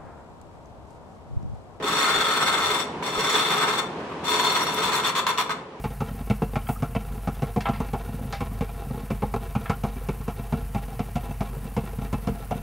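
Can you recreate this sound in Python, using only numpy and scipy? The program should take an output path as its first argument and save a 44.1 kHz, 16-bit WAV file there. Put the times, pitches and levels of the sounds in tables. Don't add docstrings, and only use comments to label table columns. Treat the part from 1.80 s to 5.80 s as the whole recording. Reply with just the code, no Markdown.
import sys
import numpy as np
from scipy import signal
from scipy.fft import rfft, irfft
from scipy.io import wavfile

SR = 44100
rng = np.random.default_rng(int(sys.argv[2]) if len(sys.argv) > 2 else 0)


def transcribe(signal):
    frames = np.atleast_2d(signal).T
    limited = np.clip(frames, -1, 1)
    pcm = np.round(limited * 32767).astype(np.int16)
    wavfile.write(sys.argv[1], SR, pcm)


N = 176400
T = np.arange(N) / SR
TURN_HZ = 9.12
SIDE = np.array([[.5], [-.5]])

# (frequency [Hz], width [Hz], level [dB], left-right [dB], left lead [rad])
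WOOD_MODES = [(421.3, 49, -2, -0.5, -0.036), (1007, 36, -14, 2.5, 0.17), (1071, 56, -13.5, 1.5, -0.1),
              (1181, 20, -14, 1, -0.64), (1278.4, 39, -10.5, 2, 1), (1331, 19, -17, -4, 0.8),
              (1379, 17, -20, 10, -0.48), (1528, 59, -12, 0, 0.67), (1753, 31, -13.5, 15, 0.83)]


def scraping():
    # (time [s], push on wood [dB], chatter of steel [dB])
    cuts = [
        [(.024, -30, -38), (.04, -29, -32), (.17, -24, -25), (.3, -23.5, -27.5), (.62, -24.5, -26.5),
         (.8, -24, -28), (.94, -26, -28.5), (1.025, -37, -33.5), (1.055, -52, -53)],
        [(1.225, -27, -47), (1.238, -30.5, -31), (1.33, -31.5, -33), (1.43, -25.5, -26.5), (1.6, -25, -26.5),
         (1.76, -24, -28), (1.89, -23.5, -29), (1.92, -28, -33), (1.995, -27, -28), (2.025, -36, -62)],
        [(2.43, -39, -64), (2.445, -35, -32.5), (2.48, -26.5, -28), (2.66, -25.5, -27), (2.8, -25, -27),
         (2.85, -34, -35), (2.89, -25.5, -31), (2.94, -40, -36.5), (2.985, -25, -29), (3.1, -30, -36),
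         (3.19, -29.5, -35), (3.22, -43, -39)],
    ]
    # (start [s], rise [s], length [s], wood [dB], steel [dB])
    bites = [(2.187, 0.011, 0.022, -37.5, -90), (2.293, 0.0085, 0.033, -38.5, -74),
             (3.02, 0.025, 0.065, -32, -29), (3.117, 0.012, 0.054, -26, -27.5),
             (3.224, 0.027, 0.072, -20, -24), (3.35, 0.0026, 0.049, -22.5, -26),
             (3.4657, 0.00089, 0.042, -21, -28), (3.575, 0.00082, 0.001, -31, -30),
             (3.582, 0.0013, 0.034, -22.5, -28.5), (3.692, 0.0028, 0.03, -24.5, -34)]
    # (frequency [Hz], relative density [dB])
    chip_spectrum = [(400, -17), (1500, 1), (2800, 4), (4300, 6), (5000, -5.5), (7800, -0.5), (9300, -29),
                     (11500, -7), (12500, -56), (15500, -43)]
    grain = fibres(snaps_per_s=2600)
    cut_push, cut_chatter = sum(cut_forces(cut) for cut in cuts)
    bite_push, bite_chatter = sum(bite_forces(*bite) for bite in bites)
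    bite_drive = high_pass(grain * bite_push, 650)
    wood = high_pass(blank(grain * cut_push + bite_drive), 205, order=3)
    chatter = stereo(grain[:2]) * (cut_chatter + bite_chatter)
    steel = high_pass(amp(0.5) * scraper(chatter) + squeals(chatter), 1560)
    spray = stereo(grain[1::2]) * (cut_chatter + amp(3) * bite_chatter)
    chips = amp(-6 + 5.5 * SIDE) * convolve(spray, colour(chip_spectrum))
    return wood + steel + chips


def fibres(snaps_per_s, rub_share=0.46, spurts_per_s=110, spurt_decay_s=0.0065):
    snap_db = 3 * np.minimum(rng.exponential(1, N), 4)
    sizes = amp(snap_db) * (rng.random(N) < snaps_per_s / SR)
    snaps = unit(sizes) * rng.choice([-1, 1], size=(5, N))
    grain = np.sqrt(1 - rub_share) * snaps + np.sqrt(rub_share) * rng.standard_normal(snaps.shape)
    onsets = 1. * (rng.random(N) < spurts_per_s / SR)
    spurts = signal.lfilter([1], [1, -np.exp(-1 / (spurt_decay_s * SR))], onsets)
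    flutter_db = 1.7 * np.minimum(unit(spurts - spurts.mean()), 2)
    return unit(grain * amp(flutter_db))


def cut_forces(curve, wobble_db=1.87, end_grain_s=0.022):
    times, push_db, chatter_db = np.transpose(curve)
    forces = amp([np.interp(T, times, push_db), np.interp(T, times, chatter_db)])
    wobble = amp(wobble_db * np.cos(2 * np.pi * 2 * TURN_HZ * (T - end_grain_s)))
    return forces * wobble * (T >= times[0]) * (T <= times[-1])


def bite_forces(start_s, rise_s, length_s, wood_db, steel_db):
    crack_s, sag_db_per_s, fall_s = 0.0016, 54, 0.011
    t = np.maximum(T - start_s, 0)
    attack = np.minimum(t / rise_s, 1) * (1 + 0.43 * np.exp(-t / crack_s))
    release = np.exp(-np.maximum(t - length_s, 0) / fall_s)
    return amp([[wood_db], [steel_db]]) * attack * amp(-sag_db_per_s * t) * release


def blank(drive):
    # (time [s], frequency [Hz])
    contact_pitch = [(.03, 1054), (.33, 1443), (.52, 1275), (.68, 1450), (.9, 1013), (1.4, 1068),
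                     (1.62, 1275), (2, 1064), (2.5, 986), (3.7, 1040)]
    # (time [s], gain [dB])
    contact_gain = [(0.3, -8.5), (1.9, -12.5), (2.5, -4)]
    # (frequency [Hz], relative density [dB])
    rasp_spectrum = [(100, -46), (300, -19.5), (600, -6.5), (800, -1.5), (1200, 2.5), (1700, -5.5),
                     (2400, -5.5), (3500, -16.5), (6000, -61.5), (16000, -49)]
    hz = over_time(contact_pitch)
    tone = amp(over_time(contact_gain)) * resonate(drive[1], hz, width_hz=48)
    mode_drive = resonate(drive[0], hz, width_hz=606)
    rings = convolve(mode_drive, sum(mode(*row) for row in WOOD_MODES))
    rasp = convolve(stereo(drive[-2:]), colour(rasp_spectrum))
    return tone + amp(-12.5) * rings + amp(-4) * rasp


def scraper(chatter, waver_db=1.2, waver_hz=5):
    # (frequency [Hz], width [Hz], level [dB], left-right [dB])
    steel_modes = [(2146, 46, -9, 1), (2704, 110, -18, 11.5), (3524, 69, -3, 4.5), (4325, 33, -11, -2),
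                   (5602, 102, -14, -9), (6820, 59, -16.5, -4), (8030, 80, -13, 4), (8440, 210, -20.5, 8),
                   (9930, 65, -22, -5), (11690, 80, -23, -3), (13800, 180, -29.5, 3),
                   (15440, 180, -25.5, 1)]
    return sum(convolve(chatter * unit(amp(waver_db * drift(waver_hz))), mode(*row))
               for row in steel_modes)


def squeals(chatter, width_hz=45):
    # (centre [s], half length [s], frequency [Hz], gain on chatter [dB])
    swells = [(0.19, 0.046, 4270, -8), (0.43, 0.065, 3456, -1.5), (1.545, 0.13, 3510, -3),
              (2.67, 0.014, 3590, 1), (2.69, 0.081, 4245, -2.5), (3.251, 0.018, 3477, 3),
              (3.53, 0.19, 3474, -3)]
    return sum(convolve(chatter[::-1] * swell(centre_s, half_s), mode(hz, width_hz, db))
               for centre_s, half_s, hz, db in swells)


def rough_patch(first_s=2.507, turns=11):
    # (frequency [Hz], relative density [dB])
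    spectrum = [(2000, -25), (6000, -1), (8000, -4), (12000, 4), (15500, -5)]
    passes = sum(swell(first_s + turn / TURN_HZ, half_s=.008) for turn in range(turns))
    return amp(-34) * convolve(fibres(snaps_per_s=830)[:2] * passes, colour(spectrum))


def knocks():
    # (time [s], force [dB])
    judders = [(0.04, -26), (0.369, -26), (1.38, -23.5), (3.07, -29)]
    force = sum(amp(db) * swell(centre_s, half_s=0.016) for centre_s, db in judders)
    return convolve(rng.standard_normal(N) * force, mode(*WOOD_MODES[0]))


def lathe(waver_hz=8.2):
    # (frequency [Hz], relative density [dB])
    spectrum = [(25, -28), (50, -18), (100, -15), (150, -1.5), (340, -3), (440, -1), (620, -6), (950, -4),
                (1350, -13), (3000, -20.5), (9500, -42), (15000, -69)]
    # (time [s], level [dB])
    envelope = [(0, -33.5), (2.25, -33.5), (3.1, -33.5), (3.45, -36.5), (3.75, -38), (3.87, -41.5)]
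    # (frequency [Hz], level re rumble [dB])
    hum_lines = [(86, -22.5), (162, -22.5), (430, -13), (533, -18.5)]
    rumble = unit(convolve(stereo(rng.standard_normal((2, N))), colour(spectrum)))
    hum = np.zeros(N)
    for hz, db in hum_lines:
        phase = 2 * np.pi * hz * T
        hum += amp(db) * unit(drift(waver_hz) * np.cos(phase) + drift(waver_hz) * np.sin(phase))
    return amp(over_time(envelope)) * (rumble + hum)


def workshop(x, delay_s=0.0031, size=22050):
    # (frequency [Hz], T60 [s])
    t60 = [(150, 0.18), (1000, 0.49), (3500, 0.33), (8000, 0.3), (16000, 0.17)]
    taps = rng.standard_normal((2, size)) * (rng.random((2, size)) < .1) * (T[:size] > delay_s)
    hz, t, spectra = signal.stft(stereo(taps), SR, nperseg=256)
    decay = amp(-60 * t / over_frequency(t60, hz)[:, None])
    tail = signal.istft(spectra * decay, SR, nperseg=256)[1]
    return convolve(x, tail / np.linalg.norm(tail, axis=1, keepdims=True))


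def stereo(two):
    # (frequency [Hz], correlation [0..1])
    correlation = [(30, 1), (200, .995), (350, .98), (500, .92), (700, .72), (1000, .75), (1500, .3),
                   (2500, .1), (16000, 0)]
    size = two.shape[1]
    a, b = rfft(two)
    angle = np.arccos(over_frequency(correlation, np.fft.rfftfreq(size, 1 / SR))) / 2
    mid, side = a * np.cos(angle), b * np.sin(angle)
    return irfft(np.array([mid + side, mid - side]), size)


def mode(hz, width_hz, db, pan_db=0, lead_rad=0, size=4096):
    t = T[:size]
    ring = np.exp(-np.pi * width_hz * t) * np.sin(2 * np.pi * hz * t + SIDE * lead_rad)
    return amp(db + SIDE * pan_db) * ring / np.linalg.norm(ring, axis=1, keepdims=True)


def resonate(x, hz, width_hz):
    carrier = np.exp(2j * np.pi * np.cumsum(hz) / SR)
    pole = np.exp(-np.pi * width_hz / SR)
    baseband = signal.lfilter([np.sqrt(2 * (1 - pole * pole))], [1, -pole], x / carrier + 1e-18)
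    return (carrier * baseband).real


def colour(spectrum, size=2048):
    log_gain = np.log(amp(over_frequency(spectrum, abs(np.fft.fftfreq(size, 1 / SR)))))
    response = np.fft.ifft(np.exp(np.conj(signal.hilbert(log_gain)))).real
    return response / np.linalg.norm(response)


def drift(hz):
    f = np.fft.rfftfreq(N, 1 / SR)
    return unit(irfft(rfft(rng.standard_normal(N)) * np.exp(-(f / hz) ** 2), N))


def swell(centre_s, half_s):
    return np.exp(-((T - centre_s) / half_s) ** 2)


def over_time(points):
    return np.interp(T, *np.transpose(points))


def over_frequency(points, hz):
    f, value = np.transpose(points)
    return np.interp(np.log(hz + 1), np.log(f + 1), value)


def high_pass(x, hz, order=2):
    return signal.sosfilt(signal.butter(order, hz, "high", fs=SR, output="sos"), x)


def convolve(x, response):
    return signal.fftconvolve(np.atleast_2d(x), np.atleast_2d(response), axes=1)[:, :N]


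def amp(db):
    return 10 ** (np.asarray(db) / 20)


def unit(x):
    return x / np.sqrt(np.mean(x ** 2) + 1e-20)


def scene():
    cutting = scraping() + rough_patch() + knocks()
    return amp(-1.5) * (cutting + amp(-7) * workshop(cutting)) + lathe()


def record(dry, peak_limit=0.42, cutoff_hz=15750):
    rounded = dry / (1 + (dry / peak_limit) ** 4) ** (1 / 4)
    low_pass = signal.firwin(511, cutoff_hz, window=("kaiser", 9), fs=SR)
    return signal.oaconvolve(rounded, low_pass[None], "same")


dry = scene()
out = record(dry)
transcribe(out)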